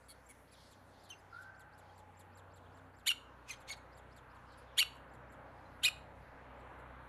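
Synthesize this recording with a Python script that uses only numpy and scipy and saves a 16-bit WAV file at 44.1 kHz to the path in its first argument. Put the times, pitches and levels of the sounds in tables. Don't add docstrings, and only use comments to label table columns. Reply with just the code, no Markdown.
import sys
import numpy as np
from scipy import signal
from scipy.fft import rfft, irfft, next_fast_len
from scipy.io import wavfile
from scipy.ndimage import uniform_filter1d

SR = 44100
rng = np.random.default_rng(int(sys.argv[2]) if len(sys.argv) > 2 else 0)


def store_wav(level_fs):
    pcm = np.round(np.clip(np.atleast_2d(level_fs), -1, 1) * 32767)
    wavfile.write(sys.argv[1], SR, pcm.T.astype(np.int16))


def ratio_of_db(decibels):
    return 10 ** (np.asarray(decibels, float) / 20)


N = 312228


def shape(points, hz):
    p = np.array(points)
    db = np.interp(np.log(np.maximum(hz, 1)), np.log(p[:, 0]), p[:, 1], left=-90, right=-90)
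    return ratio_of_db(db)


def walk(rate, count=N):
    hold = max(int(SR / rate), 1)
    steps = np.repeat(rng.standard_normal(count // hold + 1), hold)
    smooth = uniform_filter1d(uniform_filter1d(steps, hold), hold)
    return 1.322 * smooth[:count]


def wash(points, flicker_db, rate):
    size = next_fast_len(N, True)
    hz = np.fft.rfftfreq(size, 1 / SR)
    body = rfft(rng.standard_normal(size)) * shape(points, hz)
    place = 2 * np.log2(np.maximum(hz, 1))
    out = np.zeros(N)
    for band in range(int(2 * np.log2(points[0][0])), int(2 * np.log2(points[-1][0])) + 2):
        noise = irfft(body * np.clip(1 - abs(place - band), 0, 1), size)[:N]
        out += ratio_of_db(flicker_db * walk(rate)) * noise
    return out / np.std(out)


def add(out, stroke, tract, half=.45):
    s, hz, db, rough, fall = np.transpose(stroke)
    start = int(s[0] * SR)
    t = np.arange(start, s[-1] * SR) / SR
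    hz, push, rough, fall = (np.interp(t, s, c) for c in (hz, ratio_of_db(db / 2), np.clip(rough, 0, 1), fall))
    shake = rng.standard_normal((3, SR // 4))[:, :len(t)]
    jitter = uniform_filter1d(uniform_filter1d(shake[0], size=16), size=16) * 4.9
    throb = uniform_filter1d(uniform_filter1d(shake[1], size=36), size=36) * 7.3
    hz = hz * (1 + .15 * rough * jitter)
    k = np.arange(1, 19)[:, None] / 2
    weight = np.where(k % 1 > 0, half * rough, 1)
    weight = weight * ratio_of_db(-fall * np.log2(np.maximum(k, 1))) * (k * hz < .45 * SR)
    tone = np.sum(weight * np.sin(k * 2 * np.pi * np.cumsum(hz) / SR + k * k), axis=0)
    rasp = ratio_of_db(-7 - fall) * rough * shake[2]
    flutter = ratio_of_db(5.5 * np.tanh(3 * rough) * np.tanh(throb) - rough)
    source = np.sqrt(2) * push ** 2 * (tone + rasp) * flutter
    source = np.pad(source * signal.windows.tukey(len(t), .3), 128)
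    response = shape(tract, np.fft.rfftfreq(len(source), 1 / SR))
    out[start - 128:start - 128 + len(source)] += irfft(rfft(source) * response, len(source))


def play(form, s, hz, db, stretch, swell_db):
    form = np.array(form)
    after = form[:, 0] > 0
    times = s + form[:, 0] * np.where(after, stretch, 1)
    levels = db + form[:, 2] + after * swell_db
    return np.column_stack([times, hz * form[:, 1], levels, form[:, 3:]])


def voice(parts, tract, half=.45):
    out = np.zeros(N)
    for form, rows in parts:
        for row in rows:
            add(out, play(form, *row), tract, half)
    return out


def open_air(x, t60, wet_db, top_hz, gap_s, colour=None):
    t = np.arange(SR // 2 * 2) / SR
    tail = rng.standard_normal(len(t)) * ratio_of_db(-60 * t / t60) * (1 - np.exp(-t / gap_s))
    tail = signal.lfilter(*signal.butter(1, top_hz, fs=SR), tail)
    if colour:
        tail = irfft(rfft(tail) * shape(colour, np.fft.rfftfreq(len(t), 1 / SR)), len(t))
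    return x + ratio_of_db(wet_db) * signal.fftconvolve(x, tail / np.sqrt(np.sum(tail ** 2)))[:N]


# t/s, shared base f/Hz, first engine's even multiples level/dB, second engine's odd
# multiples level/dB
ENGINE = [(0.0, 31.7, -68, -76), (.7, 31.2, -72, -72), (1.2, 31.07, -80, -68.5), (1.75, 31.1, -76, -68),
          (2.3, 31.18, -81, -63.5), (2.95, 31.2, -76, -64), (3.25, 31, -69, -73), (3.9, 30.7, -65.5, -71),
          (4.9, 31.12, -64, -74), (5.9, 31.52, -64.5, -65.5), (7.08, 31.5, -62.5, -77.5)]


def engine():
    s, *columns = np.transpose(ENGINE)
    hz, even_db, odd_db = (np.interp(np.arange(N) / SR, s, c) for c in columns)
    phase = 2 * np.pi * np.cumsum(hz * (1 + 0.0126 * walk(4.7))) / SR
    levels = even_db, odd_db, even_db - 5, odd_db - 10.5
    out = np.zeros(N)
    for k, db in enumerate(levels):
        out += np.sqrt(2) * ratio_of_db(db + 1.1 * walk(4.8)) * np.sin((k + 2) * phase + k)
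    return out


# f/Hz, density level/dB per Hz
ROAD = [(11, -42.5), (18, -14), (30, -13), (40, -20), (52, -5), (79, -12), (120, -7), (184, -11.5),
        (298, -9), (374, -14), (527, -6.5), (693, -9), (890, -7.5), (1170, -11), (1540, -11), (4200, -37),
        (5460, -69), (9240, -120)]
# f/Hz, width/Hz, level/dB, swell with the road/(dB/dB)
DRONES = [
    (264, 27, -15.5, 1.34),
    (567, 98, -27.5, 2.1),
    (831, 70, -14.5, 0.5),
]


def road():
    nearest_s, nearest_db, rise_db_per_s = 6.01, -56, 1.28
    swell_db = -rise_db_per_s * np.maximum(nearest_s - np.arange(N) / SR, 0)
    out = ratio_of_db(nearest_db + swell_db - 0.2) * wash(ROAD, flicker_db=-1.86, rate=4.8)
    for hz, width, db, swell in DRONES:
        hum = wash([(hz - width, -12), (hz, 0), (hz + width, -12)], flicker_db=6.5, rate=1.287)
        out += ratio_of_db(nearest_db + db + swell * swell_db) * hum
    return out


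# f/Hz, density level/dB per Hz
HISS = [(2650, -34), (4500, -1.5), (4840, -12.5), (7300, -10), (8670, -17), (9820, -7), (11200, -16),
        (14100, -10), (15600, -22.5)]


def hiss():
    return ratio_of_db(-85.5 - 2.5) * wash(HISS, flicker_db=2.0, rate=12)


# f/Hz, density level/dB per Hz
LEAVES = [(3000, -34), (5500, 0.5), (8500, -1.5), (10500, 2.5), (13500, -7), (16000, -24.5)]


def leaves():
    gust_s, span_s, gust_db = 0.59, 0.67, 12
    gust = np.exp(-((np.arange(N) / SR - gust_s) / span_s) ** 2)
    return ratio_of_db(-89 + gust_db * gust) * wash(LEAVES, flicker_db=3.5, rate=14)


# f/Hz, density level/dB per Hz
CHATTER = [(2200, -33.5), (3000, -6.5), (4000, -6), (4900, -6.5), (5600, -9), (6800, -9), (8000, -27.5)]
# t/s, half length/s, level/dB
BOUTS = [
    (.0, 0.43, -76),
    (0.664, 0.13, -67.5),
    (1.018, 0.11, -68),
    (1.384, 0.12, -72),
    (1.904, 0.11, -72.5),
    (2.658, 0.096, -81),
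    (3.493, 0.5, -85.5),
    (4.6, 0.2, -73.5),
    (5.65, 0.16, -78.5),
    (6.3, 0.23, -80),
]


def chatter():
    out, t = np.zeros(N), np.arange(N) / SR
    for when, pitch, size, long in rng.random((160, 4)):
        s = 0.0056 + when * (N / SR - .1)
        hz = 3300 + 2400 * pitch ** 1.5
        span = 0.033 + 0.049 * long
        chirp = [(s, hz * 1.3, -24, .15, 20), (s + span / 2, hz, -12 * size, .15, 20),
                 (s + span, hz * 0.64, -16, .1, 20)]
        add(out, chirp, CHATTER)
    out = open_air(out, t60=0.46, wet_db=14.5, top_hz=6050, gap_s=0.0091)
    flock = ratio_of_db(-1.5) * out / np.std(out) + ratio_of_db(-6) * wash(CHATTER, flicker_db=2.5, rate=14)
    level = ratio_of_db(-93.5) + sum(ratio_of_db(db) * np.exp(-((t - s) / span) ** 2) for s, span, db in BOUTS)
    return ratio_of_db(-3.5) * level * flock


# f/Hz, level/dB
DEEP = [(1400, -14), (2200, -8), (3300, -0.5), (4500, -1), (5400, -16), (6600, -20), (7700, -7),
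        (9000, -9.5), (10200, 3), (12000, -14), (15500, -23)]
MUFFLED = [(1400, -10), (2300, -0.5), (3300, -8), (4500, -20), (6500, -17), (7700, -6), (8800, -14),
           (10000, 1.5), (12000, -23), (15500, -22)]
# t/s, pitch ratio, level/dB, roughness (0-1), overtone fall/(dB/octave)
THIN = [(-.04, .62, -18, .3, 14), (-.02, .9, -5, .3, 14), (0, 1, 0, .3, 14), (.016, .9, -12, .3, 14)]
PIP = [(-.012, .93, -18, .04, 14), (0, 1, 0, .03, 14), (.016, .96, -20, .06, 14)]
WHEEZE = [(-.024, 1.05, -26, .7, -6), (-.014, 1.04, -8, .4, -3), (0, 1, 0, .27, -2),
          (.01, .97, -4, .28, -1), (.026, .95, -22, .7, -3)]
# t/s of first peak, f/Hz, level/dB, stretch ratio afterwards, swell afterwards/dB
THINS = [
    (0.069, 7800, -69, 1, 0),
    (.048, 5200, -74, .3, 0),
    (0.54, 5600, -65, 1.6, 0),
    (0.64, 6560, -70, 1.4, 0),
    (1.175, 4940, -76, 0.95, 0),
]
PIPS = [
    (.268, 7500, -54.5, 0.9, 0),
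    (1.19, 5100, -64, 1.2, 0),
    (1.9, 3280, -70, 0.98, 0),
    (2.667, 3300, -74, 0.74, 0),
    (5.832, 3800, -55.5, .4, 0),
    (3.7, 3710, -52, .6, 0),
    (5.66, 4130, -72.5, 1.5, 0.0021),
]
WHEEZES = [
    (0.104, 2250, -59.5, 1.15, 1),
    (4.59, 2433, -75, 2.2, -5.5),
]
GRUNTS = [
    (0.309, 2210, -59.5, 0.72, 0.0045),
    (.533, 2460, -69.5, 0.65, 0),
]


def murmurs():
    out = voice([(THIN, THINS), (PIP, PIPS)], DEEP)
    out += voice([(WHEEZE, WHEEZES)], DEEP, half=1.4)
    return out + voice([(WHEEZE, GRUNTS)], MUFFLED, half=1.4)


# f/Hz, level/dB
HOLE = [(2500, -3), (3300, -10.5), (5000, -5.5), (6200, -10), (7500, 1), (8800, -10), (11000, 0.5),
        (13000, -11), (15500, -33)]
# t/s, f/Hz, level/dB, roughness (0-1), overtone fall/(dB/octave)
RISE = [(-.07, 3600, -20, .3, 9), (-.052, 4400, 1, .25, 14), (-.036, 5200, -1, .3, 14),
        (-.026, 5700, -20, .2, 9)]
HOLD = [(-.032, 7060, -29, .02, 14), (-.022, 7310, -2, .08, 14), (-.013, 7280, -8, .1, 14),
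        (-.005, 7450, -23.5, .05, 14)]
DROP = [(-.01, 4930, -12.5, .45, -7), (-.004, 4620, -4, .42, -2), (.006, 4000, -3, .4, -1),
        (.019, 3400, 3, .26, 9), (.03, 2950, -5, .25, 9)]
# t/s of drop, drop level/dB, rise under it/dB, hold under it/dB, extra overtone fall/(dB/octave)
PEEPS = [(0.5317, -55, -11, -25, 12), (0.7166, -57, -4, -16, 3.5), (1.043, -63.5, 2, -6, -1),
         (1.1987, -71, -8, -14, 0), (1.4193, -63.5, -5, -22, -0.5), (1.6011, -59, -9, -12, 0.5),
         (1.7853, -61.5, -3, -22, 0), (1.985, -60, -12, -8, 2), (2.1973, -60, -12, -1.5, -1),
         (2.379, -58, -12, -3.5, 3), (2.5643, -60.5, -8, -2, 3.5), (2.775, -63.5, -7, -4, 6),
         (2.992, -62.5, -7.5, -4, 5), (3.6087, -60, -3, -11, 2.5), (3.7694, -63.5, -8, -16, 2.5),
         (3.976, -58.5, -4.5, -7, 3), (4.1697, -56.5, -7, -17, 4.5), (4.354, -64.5, -3, -22, 7),
         (4.527, -59.5, -18, -24, 11), (4.9576, -66.5, -9, -20, 1), (5.1412, -66, -8, -7, 1),
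         (5.3268, -65.5, -11, -4, 1), (6.5994, -67.5, -12.5, -12, 7), (6.7937, -74, -10, -12.5, -1)]


def peeps():
    out = np.zeros(N)
    for s, drop_db, rise_db, hold_db, fall in PEEPS:
        for part, db in ((RISE, rise_db), (HOLD, hold_db), (DROP, 0)):
            scaled = np.array(part) * [1, 1.01, 0.8, 1.4, 0.99]
            add(out, scaled + [s, 0, drop_db + db - 6.0, 0, fall], HOLE)
    return out


def hollow(x):
    round_trip_s, back = .00406, 0.42
    loop = np.zeros(int(round_trip_s * SR) + 2)
    loop[0] = 1
    loop[-3:] = -back * np.array([1, 2, 1]) / 4
    return signal.lfilter([np.sqrt(1 - back ** 2)], loop, x)


# f/Hz, level/dB
THROAT = [(750, -13.5), (1000, -8), (1800, -3.5), (2700, 0), (3600, -0.5), (4400, -0.5), (5200, -15.5),
          (5650, -9), (6150, -18), (6900, -2.5), (7500, -3), (8300, -10), (9000, -4.5), (10200, -4.5),
          (11300, -2.5), (12300, -9), (15000, -21.5), (15750, -28.5)]
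# t/s, pitch ratio, level/dB, roughness (0-1), overtone fall/(dB/octave)
LOW = [(-.022, .6, -30, .8, 2), (-.012, .72, -12, .7, 2), (-.004, .9, -8, .5, 2), (0, .99, -1, .22, 2),
       (.006, 1.015, -4, .16, 1), (.011, 1.1, -10, .3, 4), (.016, 1.25, -24, .25, 6)]
DRAWL = [(-.024, .55, -32, .7, 3), (-.014, .6, -15, .6, 3), (-.006, .68, -18, .85, 3),
         (-.002, .97, -10, .3, 3), (.002, 1, -2, .14, 3), (.008, 1.01, 0, .12, 4.5),
         (.013, 1.02, -6, .18, 6), (.02, 1.02, -22, .25, 6)]
HIGH = [(-.03, .7, -46, 1, 14), (-.016, .76, -36, .9, 8), (-.011, .76, -19, .8, 4),
        (-.006, .86, -10, .55, 4), (0, 1, 0, .3, 6), (.004, 1.06, -2, .55, 6), (.009, 1.18, -3, .6, 6),
        (.013, 1.26, -7, .5, 6), (.018, 1.24, -24, .5, 5)]
CLOSE = [(-.006, .95, -17, .07, 8), (0, 1, 0, .04, 7.5), (.0045, .96, -20, .12, 5), (.011, .92, -1, .02, 9),
         (.0165, .92, -9, .12, 9), (.019, .93, -13, .6, 11), (.025, .94, -6, .7, 12),
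         (.032, .96, -22, .4, 12)]
SLUR = [(-.014, 1.07, -18, .3, 9), (-.008, 1.05, -5, .25, 9), (0, 1, 0, .05, 8), (.005, .98, -14, .3, 7),
        (.01, .89, -2, .25, 8), (.015, .89, -3, .45, 8), (.024, .95, -20, .7, 8)]
SAG = [(-.01, 1.15, -16, .5, 3), (0, 1, 0, .6, 3), (.008, .88, -2, .7, 3), (.016, .74, -16, .7, 3)]
# t/s of first peak, f/Hz, level/dB, stretch ratio afterwards, swell afterwards/dB
LOWS = [
    (3.080, 2260, -31, 1.3, -4),
    (4.793, 2247, -30.5, 1.2, 2.5),
]
DRAWLS = [
    (5.853, 2439, -26.5, 1, 0),
]
HIGHS = [
    (3.076, 3634, -28, 0.79, 0),
    (4.786, 3508, -26, 1.15, -0.91),
    (5.843, 3582, -27.5, 1.25, 0.25),
]
CLOSES = [
    (3.0929, 3057, -24, 0.99, -1.8),
    (4.806, 3052, -24, 0.91, -0.37),
]
SLURS = [
    (5.872, 2792, -28.5, 0.94, -1.1),
]
SAGS = [
    (1.096, 4700, -59, 0.61, 0),
    (3.109, 1588, -45.5, 1.1, 0),
    (4.824, 1355, -48, 1.1, 0.00066),
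    (5.880, 1607, -45, 0.88, 0.002),
]


def barks():
    onsets = voice([(LOW, LOWS), (HIGH, HIGHS)], THROAT)
    rest = voice([(DRAWL, DRAWLS), (CLOSE, CLOSES), (SLUR, SLURS), (SAG, SAGS)], THROAT)
    return hollow(onsets) + rest


# f/Hz, level/dB
GAPE = [(1000, -1.5), (2300, -2), (3300, 2.5), (4300, -4), (5200, -6), (6300, 2), (7800, -6.5),
        (10300, -6.5), (12500, -13), (15500, -22)]
# t/s, pitch ratio, level/dB, roughness (0-1), overtone fall/(dB/octave)
CHOKE = [(-.012, .9, -24, .8, 2), (-.006, .97, -12, .6, 2), (-.002, 1, -1, .08, 5), (.007, 1, -1, .08, 5),
         (.011, .95, -14, .2, 6), (.015, .9, -2, .05, 12), (.021, .89, -5, .2, 12), (.027, .88, -7, .8, 12),
         (.042, .92, -20, .8, 12)]
OPEN = [(-.05, .9, -44, 1, 12), (-.03, 1, -28, 1, 5), (-.008, 1.02, -13, .7, 1), (-.003, 1.02, -5, .3, 8),
        (0, 1, 0, .14, 11), (.008, .98, -8, .16, 8), (.012, .96, -22, .2, 5)]
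SHUT = [(-.007, .98, -17, .15, -1), (0, 1, 0, .08, 1), (.008, .97, -5, .16, 1.5), (.016, .95, -14, .6, 3),
        (.022, 1, -9, 1, 5), (.045, .97, -26, .9, 6)]
ARCH = [(-.055, .78, -24, .5, 12), (-.04, .97, -12, .55, 12), (-.018, 1.02, -8, .5, 10),
        (-.011, 1.03, -24, .3, 10), (0, 1, 0, .25, 12), (.01, .96, -3, .6, 12), (.022, 1.01, -14, .4, 12),
        (.036, 1.01, -24, .3, 12)]
# t/s of first peak, f/Hz, level/dB, stretch ratio afterwards, swell afterwards/dB
CHOKES = [
    (1.107, 3077, -50.5, 1, 0),
]
OPENS = [
    (3.505, 2420, -40.5, 0.92, 0),
    (3.706, 2225, -38.5, 1, 0),
]
SHUTS = [
    (3.511, 2108, -45.5, 1, -1),
    (3.714, 2253, -45, 0.84, -0.41),
]
ARCHES = [
    (3.722, 4330, -46, 0.97, 0),
    (3.537, 3200, -56.5, 0.64, -2),
]


def yelps():
    out = voice([(CHOKE, CHOKES), (OPEN, OPENS), (SHUT, SHUTS), (ARCH, ARCHES)], GAPE)
    rim_hz, rim_t60_s, rim_db = 6180, 0.24, -11.5 + 12
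    quality = rim_hz * rim_t60_s * np.pi / np.log(1000)
    rim = signal.lfilter(*signal.iirpeak(rim_hz, quality, fs=SR), out)
    return out + ratio_of_db(rim_db) * rim


# f/Hz, level/dB
ECHOES = [(500, -6), (2300, -5), (2900, -1), (3400, -4), (4000, 0), (5400, -6), (7000, 0), (16000, 0)]


def nestling():
    calls = murmurs() + peeps() + barks() + yelps()
    near = open_air(calls, t60=.14, wet_db=-17, top_hz=15000, gap_s=.005)
    return open_air(near, t60=0.36, wet_db=-24.5, top_hz=4500, gap_s=.012, colour=ECHOES)


# t/s, f/Hz, level/dB
WHISTLE = [
    (1.2865, 1360, -110),
    (1.321, 1360, -75),
    (1.328, 1370, -56),
    (1.37, 1410, -52),
    (1.402, 1535, -53),
    (1.435, 1540, -70),
    (1.474, 1550, -55),
    (1.5, 1550, -55),
    (1.535, 1540, -57),
]


def far_bird():
    out = np.zeros(N)
    add(out, [(*row, .02, 40) for row in WHISTLE], [(500, 0), (9000, 0)])
    t = np.maximum(np.arange(N) / SR - WHISTLE[0][0], 0)
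    beat_t = t - np.clip(t - .088, 0, .0065)
    warble = 1 - 1.35 * np.exp(-t / 0.14) * np.cos(2 * np.pi * 56 * beat_t)
    return open_air(out * warble, t60=.95, wet_db=-12, top_hz=4000, gap_s=.03)


def scene():
    air = engine() + road() + hiss() + leaves() + chatter()
    return (air + nestling() + far_bird())[None]


def band_limit(x):
    return signal.sosfilt(signal.butter(12, 15820, fs=SR, output="sos"), x)


def record(dry):
    return band_limit(dry)


dry = scene()
out = record(dry)
store_wav(out)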